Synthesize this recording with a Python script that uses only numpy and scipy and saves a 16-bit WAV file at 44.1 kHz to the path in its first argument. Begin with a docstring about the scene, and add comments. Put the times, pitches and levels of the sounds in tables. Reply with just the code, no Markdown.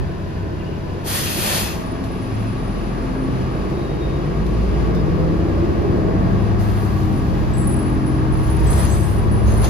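"""A six-cylinder diesel idles inside a hybrid bus; the brakes blow off air, then the bus pulls away.
Engine orders, sines locked to the firing cycle, ring the cabin's modes as the traction motor whines upward.
Shaped noise makes the air jets, road rumble, throbbing panels, fans and vents.
Trim squeaks, creaks and ticks on top. A phone with two microphone ports hears it.
"""
import sys
import numpy as np
from scipy import signal
from scipy.fft import rfft, irfft
from scipy.io import wavfile
from scipy.ndimage import uniform_filter1d

SR = 44100
rng = np.random.default_rng(int(sys.argv[2]) if len(sys.argv) > 2 else 0)


def master(y):
    """Save y as 16-bit WAV."""
    cut = np.clip(np.atleast_2d(y).T, -1, 1)
    pcm = np.round(cut * 32767)  # scale
    wavfile.write(sys.argv[1], SR, pcm.astype(np.int16))


N = 427329
T = np.arange(N) / SR  # time of each sample, s
F = np.arange(N // 2 + 1) * SR / N  # frequency of each spectrum bin, Hz


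def undb(db):
    """Amplitude ratio of a level in dB."""
    return 10 ** (np.asarray(db) / 20)


def curves(rows):
    """Columns of a table, after its times, drawn as straight lines over every sample."""
    s, *columns = np.transpose(rows)
    return [np.interp(T, s, column) for column in columns]


def inside(rows):
    """1 while a table lasts, with soft edges."""
    gate = (T > rows[0][0]) & (T < rows[-1][0] + .01)
    return uniform_filter1d(1. * gate, size=900)


def on_log(points):
    """Amplitude at every bin, the dB running straight over log frequency."""
    hz, db = np.transpose(points)
    return undb(np.interp(np.log(F + 1), np.log(hz), db))


def walk(rate):
    """Random levels held 1 / rate s and slewed twice; spread near 1."""
    k = int(SR / rate)
    steps = np.repeat(rng.standard_normal(N // k + 1), k)
    slewed = uniform_filter1d(uniform_filter1d(steps, k), k)
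    return 1.377 * slewed[:N]


def noise(colour):
    """Two unrelated noises of one colour, rms 1."""
    re, im = rng.standard_normal((2, 2, len(F)))
    x = irfft((re + 1j * im) * on_log(colour), N)
    return x / x.std()


def modes(table):
    """Summed response of damped resonances."""
    return sum(undb(db) * 1j * F * width / (hz ** 2 - F ** 2 + 1j * F * width) for hz, width, db in table)


def ringing(x, table):
    """Noise lifted at resonances."""
    return irfft(rfft(x) * (1 + np.abs(modes(table))), N)


def tone(rows, wobble, flutter_db):
    """A wavering sine; the second row is in quadrature for the other port."""
    hz, db = curves(rows)
    phase = 2 * np.pi * np.cumsum(hz * (1 + wobble * walk(25))) / SR
    level = np.sqrt(2) * undb(db + flutter_db * walk(12)) * inside(rows)
    return level * np.array([np.sin(phase), np.cos(phase)])


def orders(cycle, multiples, rows, waver_db):
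    """Sines at multiples of the cycle phase, each wavering a little; one row for each."""
    lines = []
    for k, db in zip(multiples, rows):
        start = 2 * np.pi * rng.random()
        level = np.sqrt(2) * undb(db + waver_db * walk(5))
        lines.append(level * np.sin(k * cycle + start))
    return np.array(lines)


# the order that swells in each row of the next table
SWELL_ORDERS = (16, 30, 24, 16, 30, 6, 16, 16, 20, 6, 8, 12, 16, 14, 30, 28, 16, 9, 28, 12, 6, 20, 24, 28,
                6, 18, 17, 18, 12, 24, 24, 9, 16, 20, 32, 9, 17, 12, 28, 30)
# single orders swell for a while, at idle and under way: middle t/s, length/s, gain/dB
SWELLS = [(.55, 2, 3), (.55, 1.64, 10.7), (.55, 1.1, 2.5), (2.4, 0.42, 10.7), (2.55, 1.4, 16),
          (2.85, 1.43, 5.8), (3.4, 0.5, 12), (4.25, 0.78, 9.5), (4.5, 0.89, 10.7), (4.7, 0.87, 6.4),
          (5., 0.52, 5.4), (5.15, 0.88, 2.9), (5.25, 0.69, 12.8), (5.9, 0.45, 9), (5.5, 1.4, 8.5),
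          (6.2, 1.1, 3.9), (6.35, 1.3, 14.4), (6.55, 1.7, 5.8), (7., 0.6, 3.6), (7., 0.61, 1.6),
          (7.6, 0.36, 3.6), (7.8, 0.64, 7), (7.9, 1, 8.7), (8.1, 1.15, 5.3), (8.55, 1.3, 7.5),
          (9.5, 1.1, 3.6), (4.25, .8, 12), (6.35, 1.5, 5), (6.35, 0.4, 4.3), (6.2, 0.5, 9.5),
          (7.15, 0.42, 8.9), (9.1, 1.8, 4.3), (7.7, 1.7, 5), (7.2, 0.74, 3.7), (5.6, 0.92, 12),
          (5.399, 0.75, 5.4), (6.2, .6, 11), (8.4, 2.1, 3.2), (8.5, 1.06, 3.2), (9.2, .9, 5)]


def swell(order):
    """dB that one order gains in its swells, each half a cosine long."""
    t = T[::256]
    gain_db = np.zeros(len(t))
    for k, (middle, length, db) in zip(SWELL_ORDERS, SWELLS):
        if k == order:
            gain_db += db * np.cos(np.pi * np.clip((t - middle) / length, -.5, .5))
    return np.interp(T, t, gain_db)


# engine speed: t/s, firing rate f/Hz
FIRING_RATE = [(0.0, 34.94), (1.05, 34.97), (1.3, 37.05), (2.05, 38.41), (2.85, 42.75), (3.25, 46.98),
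               (3.65, 50.04), (4.05, 51.92), (5.25, 61.78), (6.05, 65.34), (6.45, 69.9), (6.7, 70.18),
               (7.3, 64.84), (7.65, 65.57), (8.65, 68.11), (9.05, 69.46), (9.69, 72.5)]
# engine load lifts or lowers all orders: t/s, level/dB
LOAD = [(0.0, 2), (1.1, 0.3), (1.6, -1), (2.3, 0), (3.0, 2), (3.7, -4.5), (4.5, 5), (5.4, 4), (6.3, 0.3),
        (7.0, 1.7), (7.6, 5), (8.4, -0.6), (9.0, 2.5), (9.7, -1)]
# orders: multiples of the four-stroke cycle, six firings a cycle
MULTIPLES = (3, 4, 5, 6, 7, 8, 9, 10, 11, 12, 14, 16, 17, 18, 20, 24, 27, 28, 30, 32, 36)
# each order before load, swells and cabin modes: idle level/dB, full-speed level/dB
ORDER_DB = [(-36, -49), (-53, -34.5), (-76, -37), (-37, -27.5), (-75, -21.5), (-49.5, -20.5), (-59.5, -16),
            (-57, -49), (-35, -32), (-36.5, -24.5), (-37.5, -36), (-26.5, -33), (-38, -36), (-36.5, -26),
            (-47, -30.5), (-32, -43.5), (-34, -50), (-44, -40.5), (-39.5, -50.5), (-38, -50), (-37, -55.5)]
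# how much more or less of each order reaches the opposed modes: level/dB
OPPOSED_DB = (-12, -8, 2, 0.5, 5, -0.5, 5.5, -8, -1, -1, 3, -8, -11, -7, 2, -22, 2, 1, -18, 7, -19)
# cabin modes alike at both ports: f/Hz, width/Hz, level/dB
CABIN_ALIKE = [(51.3, 16.4, 2.5), (98, 34, -10.5), (134.4, 4.7, -3), (176, 89, -9), (220.1, 9.6, -5.5),
               (266.5, 3.4, 1.5), (314.6, 9, 7), (358, 46, 6.5)]
# cabin modes opposed at the two ports: f/Hz, width/Hz, level/dB
CABIN_OPPOSED = [(67.4, 7.6, -3), (76.7, 3.2, -13.5), (106, 22, -29.5), (121, 8.1, -1.5), (207, 22, -10),
                 (330, 70, -12)]


def engine():
    """Orders follow speed and load, and ring louder as they cross the cabin modes."""
    hz, = curves(FIRING_RATE)
    cycle = 2 * np.pi * np.cumsum(hz) / (6 * SR)
    speed = (hz - hz.min()) / (hz.max() - hz.min())  # 0 slowest, 1 fastest
    load_db, = curves(LOAD)
    levels_db = [idle + speed * (full - idle) + load_db + swell(k)
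                 for k, (idle, full) in zip(MULTIPLES, ORDER_DB)]
    lines = orders(cycle, MULTIPLES, levels_db, waver_db=1.34)
    alike = irfft(rfft(lines.sum(axis=0)) * modes(CABIN_ALIKE), N)
    opposed = irfft(rfft(undb(OPPOSED_DB) @ lines) * modes(CABIN_OPPOSED), N)
    return np.array([alike + opposed, alike - opposed]), cycle, speed


# traction motor whine, climbing in pitch and uneven in level: t/s, f/Hz, level/dB
MOTOR = [(3.8, 276, -44), (4.4, 362, -38), (4.62, 396, -29), (4.85, 438, -33), (5.05, 478, -38),
         (5.22, 508, -31), (5.4, 538, -40), (5.6, 574, -36), (5.8, 606, -43), (6.05, 645, -34),
         (6.3, 678, -35), (6.5, 709, -43), (6.7, 730, -38), (6.9, 750, -45), (7.1, 778, -39),
         (7.35, 803, -42), (7.6, 825, -42), (7.85, 850, -47), (8.1, 874, -45), (8.35, 898, -43),
         (8.6, 926, -38), (8.85, 953, -40), (9.1, 975, -45), (9.35, 994, -37), (9.52, 1008, -44),
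         (9.69, 1020, -41)]


def motor():
    """A slightly rough whine: level flicker and pitch wobble widen the line."""
    return tone(MOTOR, .0055, .9) * (.9 + .25 * walk(45))


# the brakes blow off: t/s, treble level/dB, lower part level/dB over treble, roar level/dB over treble
BRAKE = [(1.04, -52, 7, -2), (1.075, -29.5, 1, -6), (1.155, -26, 2.5, -6.5), (1.24, -29.5, 5.5, -12),
         (1.33, -29.5, 3.5, -10), (1.45, -25, 1.5, -4.5), (1.54, -27.5, 4, -2.5), (1.63, -28.5, 4, -7),
         (1.68, -37, 8.5, 1), (1.73, -44, 10.5, -3), (1.77, -48.5, 10, 2), (1.84, -58, 12, 4),
         (1.92, -75, 10, 5)]


def brake_power():
    """Power of the blow-off's treble, lower part and roar."""
    db, low_db, roar_db = curves(BRAKE)
    return (inside(BRAKE) * undb([db, db + low_db, db + roar_db])) ** 2


# hisses at speed: t/s, treble level/dB, rise/s, hold/s, treble t60/s,
# lower part level/dB over treble, roar level/dB over treble
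PUFFS = [(6.58, -49.5, 0.026, .02, 4.6, 4.8, -12), (8.25, -55, 0.23, 0.2, 1.2, 10.5, 18),
         (8.62, -52, 0.076, 0.074, 0.59, 10.5, 20.5), (8.73, -37, 0.053, .02, 0.66, 2.2, 8.5),
         (8.9, -46.5, 0.055, 0.14, 0.98, 0.72, -3), (9.43, -53.5, 0.051, 0.12, 1., 12, 21.5),
         (9.61, -45, 0.033, 0.0084, 0.34, 11.4, 17)]
LOWER_LINGERS = 1.43  # t60 of the lower part and roar over the treble's


def puff_power():
    """Power of the three parts as each puff rises, holds and dies away."""
    power = np.zeros((3, N))
    for s, db, rise, held, t60, low_db, roar_db in PUFFS:
        i = int(s * SR)
        t = T[:N - i]
        tail_db = -60 * np.maximum(t - rise - held, 0) / t60
        lower_db = db + tail_db / LOWER_LINGERS
        parts = undb([db + tail_db, lower_db + low_db, lower_db + roar_db])
        power[:, i:] += (np.minimum(t / rise, 1) * parts) ** 2
    return power


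# colour of the jets' treble: f/Hz, level/dB per Hz, relative
AIR_HIGH = [(5000, -20), (7000, -13), (8200, 2.5), (9700, 1.5), (12900, -1.5), (14500, -4), (15100, -12),
            (15600, -22)]
# colour of the jets' lower part: f/Hz, level/dB per Hz, relative
AIR_LOW = [(600, -4), (1500, 4), (2150, 1), (2570, -2.5), (2900, 1.5), (3550, 4), (4300, 2.5), (5500, 1),
           (7000, -0.5), (8500, -5)]
# brake pipes ring in the lower part: f/Hz, width/Hz, level/dB
BRAKE_PIPES = [(1880, 180, -2), (2480, 250, -1), (2690, 120, 0), (3170, 80, 1), (4290, 230, -3),
               (4830, 70, -2), (6405, 30, 4)]
# colour of the jets' roar: f/Hz, level/dB per Hz, relative
ROAR = [(300, -24), (550, 8.5), (900, 2), (1500, -2.5), (2500, -14), (3500, -30)]


def air():
    """Turbulent jets from brakes and puffs: treble, lower part and roar, sputtering together."""
    power = brake_power() + puff_power()
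    lower = undb(-2.5) * ringing(noise(AIR_LOW), BRAKE_PIPES)
    jets = noise(AIR_HIGH), lower, noise(ROAR)
    sputter = undb(.6 * walk(30))
    return sputter * sum(np.sqrt(p) * jet * undb(0.7 * walk(14)) for p, jet in zip(power, jets))


# squeaks and short whistles of trim, seals and valves: t/s, f/Hz, width/Hz, level/dB, hold/s, t60/s
SQUEAKS = [(.59, 2700, 300, -50, .06, .1), (.648, 2840, 220, -50, 0.11, 0.14),
           (1.251, 2600, 348, -37.5, 0.23, .15), (1.5, 2610, 203, -37.5, 0.22, .15),
           (2.05, 11240, 60, -64, 0.41, .3), (4.945, 5150, 250, -54, 0.055, .1),
           (4.958, 3680, 203, -50, .04, .08), (6.379, 10200, 150, -60, 0.11, .2),
           (6.755, 10350, 116, -46, 0.024, 0.38), (7.115, 9940, 121, -52, 0.076, .3),
           (7.535, 7700, 40, -42.5, 0.15, 0.68), (7.566, 10280, 90, -35.5, 0.013, 0.44),
           (7.671, 10410, 100, -32.5, 0.041, 0.44), (7.785, 10240, 101, -42.5, 0.014, 0.94),
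           (8.06, 10100, 296, -42.5, 0.035, 0.46), (8.32, 10270, 101, -44, 0.029, 0.45),
           (8.43, 10150, 100, -42.5, 0.017, 0.44), (8.47, 6500, 304.5, -53, .04, .1),
           (8.5, 10360, 100, -39.5, 0.036, 0.36), (8.63, 9900, 200, -49, .06, 0.9),
           (8.665, 7800, 40, -37, 0.12, 0.34), (8.68, 6500, 155, -48, 0.087, .2),
           (8.703, 10460, 90, -28.5, 0.017, 0.28), (8.789, 10290, 119.3, -35.5, 0.067, 0.59),
           (8.83, 6480, 254, -43, 0.077, 0.65), (8.9, 7780, 40, -37.5, 0.047, 0.62),
           (8.91, 9800, 503, -44, 0.22, 0.64), (9.16, 10200, 120, -45, 0.029, 0.2),
           (9.311, 10170, 303, -43, 0.058, 0.48), (9.431, 10020, 253, -43, 0.11, .2),
           (9.462, 6460, 150, -45.5, 0.072, .15), (9.565, 10300, 121, -38, 0.089, .3),
           (9.64, 6450, 300, -41, 0.048, .2)]
SQUEAK_ATTACK_S = 0.0032


def squeaks():
    """Stick-slip excites a narrow mode: sudden start, rough hold, ringing tail."""
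    out = np.zeros((2, N))
    settle = 2000  # samples the filter runs before it is heard
    for s, hz, width, db, held, t60 in SQUEAKS:
        i = int(s * SR)
        t = T[:min(int((held + t60) * SR), N - i)]
        drive = rng.standard_normal((2, len(t) + settle))
        edges = [hz - width / 2, hz + width / 2]
        mode = signal.butter(2, edges, "bandpass", fs=SR, output="sos")
        band = signal.sosfilt(mode, drive)[:, settle:]
        shape = np.minimum(t / SQUEAK_ATTACK_S, 1) * undb(-60 * np.maximum(t - held, 0) / t60)
        out[:, i:i + len(t)] += undb(db) * shape * band / np.sqrt(2 * width / SR)  # evens out the widths
    slip = undb(1.2 * walk(45))
    return out * slip


# a creak that sags in pitch and breaks into spurts: t/s, f/Hz, level/dB
CREAK = [(3.73, 3880, -62), (3.77, 3840, -53), (3.82, 3820, -52), (3.86, 3820, -53), (3.875, 3800, -60),
         (3.9, 3790, -47), (3.93, 3830, -53), (3.96, 3780, -56), (3.995, 3760, -62), (4.025, 3740, -46),
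         (4.065, 3700, -49), (4.082, 3750, -64), (4.1, 3730, -48), (4.125, 3720, -58), (4.16, 3705, -50),
         (4.2, 3700, -62)]


def creak():
    """A wavering sine whose level jumps between spurts."""
    return tone(CREAK, 0.00304, .7)


# ticks of loose fittings, before the crack and tail weights: t/s, level/dB
TICKS = [(2.0394, -54), (3.6994, -60), (4.4638, -56), (4.9494, -58), (8.6651, -54), (8.729, -50),
         (8.789, -57), (8.8926, -54), (9.6435, -42.5)]
# colour of a tick: f/Hz, level/dB per Hz, relative
TICK = [(1500, -30), (3500, 8), (7000, 1), (13000, -3), (15500, -15)]


def ticks():
    """Short bright rattles: a sharp crack and a cabin tail."""
    shape = np.zeros(N)
    for s, db in TICKS:
        i = int(s * SR)
        t = T[:min(SR // 2, N - i)]
        crack, tail = 3 * np.exp(-t / 0.004), 2.2 * np.exp(-t / 0.036)
        shape[i:i + len(t)] += undb(db) * (crack + tail)
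    return shape * noise(TICK)


# a panel hums at its own pitch: t/s, f/Hz, level/dB
HUM = [(1.75, 261.2, -46), (1.95, 264.3, -33), (2.2, 265, -36), (2.5, 264.3, -34), (2.7, 258, -37),
       (2.92, 253.8, -38), (3.05, 259, -29), (3.25, 264.4, -23), (3.45, 267.5, -37), (3.65, 267, -41)]


def hum():
    """One wavering sine, the same at both ports."""
    return tone(HUM, 0.0009, 1.4)[0]


# a thin whistle, before its sidebands and faster flutter: t/s, f/Hz, level/dB
WHISTLE = [(0.92, 9840, -75), (1.11, 10000, -52), (1.45, 9922, -53), (2.3, 9885, -55), (3.28, 9830, -56),
           (3.6, 9870, -63), (3.85, 9840, -61), (4.1, 9870, -66), (4.4, 9910, -63), (5.0, 9905, -64),
           (5.3, 9900, -75)]
SIDE_HZ, SIDE_DB = 184, -14.5  # sidebands: mean distance from the line, level under it


def whistle():
    """A fluttering line; the sidebands come from a faster beat of the level."""
    line = tone(WHISTLE, .0012, .6) * undb(2.5 * walk(70))
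    beat = 2 * np.pi * SIDE_HZ * np.cumsum(1 + .07 * walk(30)) / SR
    return line * (1 + 2 * undb(SIDE_DB) * np.sin(beat))


# road rumble: t/s, level/dB
ROAD = [(0, -34), (1.05, -38), (1.29, -43), (1.67, -29.5), (2.48, -37), (3.2, -34), (3.7, -28.5),
        (4.3, -29.5), (4.88, -34), (5.42, -26), (5.8, -24.5), (6.85, -26), (7.04, -28), (8.28, -26.5),
        (8.61, -18), (9.07, -24.5), (9.47, -14), (9.69, -19)]
# colour of the rumble: f/Hz, level/dB per Hz, relative
RUMBLE = [(15, -28), (28, -9), (55, 5.5), (70, 9.5), (100, -8), (200, -81)]


def road():
    """Deep noise that grows on the road, swaying slightly."""
    rumble_db, = curves(ROAD)
    return undb(rumble_db + 0.33 * walk(5.5)) * noise(RUMBLE)


# panel noise before throb and ringing: t/s, drone level/dB, boom level/dB
PULL = [(0, -33.5, -36.5), (1.3, -30.5, -28.5), (2.1, -31, -29.5), (3., -29.5, -28.5), (3.6, -26.5, -28),
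        (4.4, -27, -28.5), (4.9, -25, -25.5), (5.4, -25.5, -30.5), (5.9, -22.5, -23), (6.25, -24, -25),
        (6.6, -27.5, -34), (7.05, -28.5, -25), (7.5, -28, -27), (8.3, -28.5, -27.5), (8.6, -27.5, -26.5),
        (9.69, -27, -24)]
# colour of the panels' boom: f/Hz, level/dB per Hz, relative
BOOM = [(50, -58), (75, -2.5), (100, 3.5), (150, 2.5), (200, 4.5), (240, -2.5), (400, -62.5)]
# colour of the panels' drone: f/Hz, level/dB per Hz, relative
DRONE = [(150, -10.5), (230, -7), (320, -2.5), (400, -4.5), (500, -10), (680, -15), (850, -23.5),
         (1500, -82)]
# side panels ring in the drone: f/Hz, width/Hz, level/dB
SIDE_PANELS = [(347, 11, -4), (397, 11, -6)]
DRONE_SWAY_DB, BOOM_SWAY_DB = .7, 1.2


def panels(cycle):
    """Boom and drone of the panels throb with the firings and with a third of their rate."""
    drone_db, boom_db = curves(PULL)
    throb = 1 + .25 * np.sin(6 * cycle) + .15 * np.sin(2 * cycle)
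    boom = undb(boom_db + BOOM_SWAY_DB * walk(3.47)) * noise(BOOM)
    drone = undb(drone_db + DRONE_SWAY_DB * walk(2.94)) * ringing(noise(DRONE), SIDE_PANELS)
    return throb * (boom + drone)


RUN_UP_S = (0.12, 2.02)  # fans and vents run up as the bus starts: from, to
FAN_DB, FAN_SPEED_DB = (-39, -36.5), 4  # (idle, running) before ringing; lift at full engine speed
DUCT_CHANGE_S = (1.2, 1.68)  # from the slow fans' colour to the running one
# the slow fans' duller colour: f/Hz, level/dB per Hz, relative
FAN_SLOW = [(500, -1), (850, 2), (1050, 1.5), (1250, -4), (1650, -4), (1900, -9.5), (2300, -31),
            (3000, -40)]
# air ducts over the slow fans: f/Hz, width/Hz, level/dB
DUCTS_SLOW = [(610, 8.7, 2.5), (655, 17, 6), (1004, 27, 0), (1510, 15, -2), (1530, 25, 1), (1730, 35, 3),
              (2000, 14, 8)]
# the running fans' colour: f/Hz, level/dB per Hz, relative
FAN = [(500, -4), (850, 2), (1120, 2), (1350, -3.5), (1620, -4.5), (1900, -9), (2300, -17), (3000, -44)]
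# air ducts over the running fans: f/Hz, width/Hz, level/dB
DUCTS = [(665, 26, 3.5), (1128, 10.4, 1), (1203, 19, -7), (1267, 12, -13), (1563, 21, -5), (1654, 22, 0.5),
         (1864, 18, -7.5)]
# a fan's blade tone climbs: t/s, f/Hz, level/dB
BLADE = [(1.6, 630, -52), (1.82, 645, -41), (2.1, 668, -47), (2.6, 682, -47), (3.1, 690, -50),
         (3.4, 692, -56)]


def fans(speed):
    """Fan noise rings the air ducts and crossfades in colour as it runs up, with a blade tone."""
    up = np.interp(T, DUCT_CHANGE_S, (0, 1))
    slow = np.sqrt(1 - up) * ringing(noise(FAN_SLOW), DUCTS_SLOW)
    running = np.sqrt(up) * ringing(noise(FAN), DUCTS)
    fan_db = np.interp(T, RUN_UP_S, FAN_DB) + FAN_SPEED_DB * speed
    return undb(fan_db + .7 * walk(6)) * (slow + running) + tone(BLADE, 0.0039, 0.99)


VENT_DB = (-48.5, -44.5)  # (idle, running) before ringing
# colour of the vents' hiss: f/Hz, level/dB per Hz, relative
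VENT = [(1500, -10), (2200, 1), (2650, 1.5), (3050, -3.5), (4900, -6.5), (6400, -13), (7500, -14),
        (8300, -29), (9200, -13), (10300, -16.5), (12000, -22), (14200, -24), (14700, -42), (15300, -50)]
# vent outlets ring: f/Hz, width/Hz, level/dB
GRILLES = [(2560, 23, -8), (2900, 31, -4.5), (3055, 19, -3), (3310, 18, 1), (3660, 29, -4.5),
           (4780, 140, -7)]


def vents():
    """Swaying hiss of air through ringing outlets, rising with the fans' run-up."""
    vent_db = np.interp(T, RUN_UP_S, VENT_DB)
    return undb(vent_db + .7 * walk(9)) * ringing(noise(VENT), GRILLES)


# the two ports: f/Hz, likeness 0-1, lead of the right/radians
PORTS = [(0, 0.6, 2.5), (60, 0.93, 0.5), (90, 0.69, 0.5), (170, 0.85, 0.74), (397, 0.67, 0.91),
         (700, 0.16, 1), (1310, 0.22, 2.5), (1715, 0.62, 4.5), (2000, .55, 6.5), (2730, 0.45, 6),
         (3370, 0.2, 4.5), (4800, 0.44, 8), (5400, 0.7, 8), (6760, .3, 8), (7820, 0.92, 9),
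         (8300, 0.9, 9.5), (8860, 0.82, 10), (9880, 1, 11), (10400, 0.74, 11), (12000, 0.9, 14.5),
         (12400, .9, 22), (13000, 0.65, 18), (13700, .35, 12), (14200, 0.8, 13.5), (14800, 1, 9.5)]
# level of the left port over the right: f/Hz, level/dB
LEFT_OVER_RIGHT = [(40, -7), (100, 0), (1000, 1.5), (2000, 1.5), (5500, 4), (8000, -0.5)]


def ports(pair):
    """The right port hears part of the left sound a little earlier, and part of its own."""
    hz, like, lead = np.transpose(PORTS)
    like = np.clip(np.interp(F, hz, like), 0, 1)
    lead = np.interp(F, hz, lead)
    shared, own = rfft(pair)
    tilt = np.sqrt(on_log(LEFT_OVER_RIGHT))
    right = like * np.exp(1j * lead) * shared + np.sqrt(1 - like ** 2) * own
    return irfft([shared * tilt, right / tilt], N)


def scene():
    """Engine and hum reach the ports directly; all else passes the two-port spread."""
    lines, cycle, speed = engine()
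    background = road() + panels(cycle) + fans(speed) + vents()
    highs = air() + whistle() + creak() + squeaks() + ticks()
    return lines + hum() + ports(motor() + highs + background)


TOP_HZ = 15650


def record(dry):
    """The phone cuts the top with a steep low-pass."""
    low_pass = signal.ellip(14, .5, 70, TOP_HZ, fs=SR, output="sos")
    return signal.sosfilt(low_pass, dry)


dry = scene()
out = record(dry)
master(out)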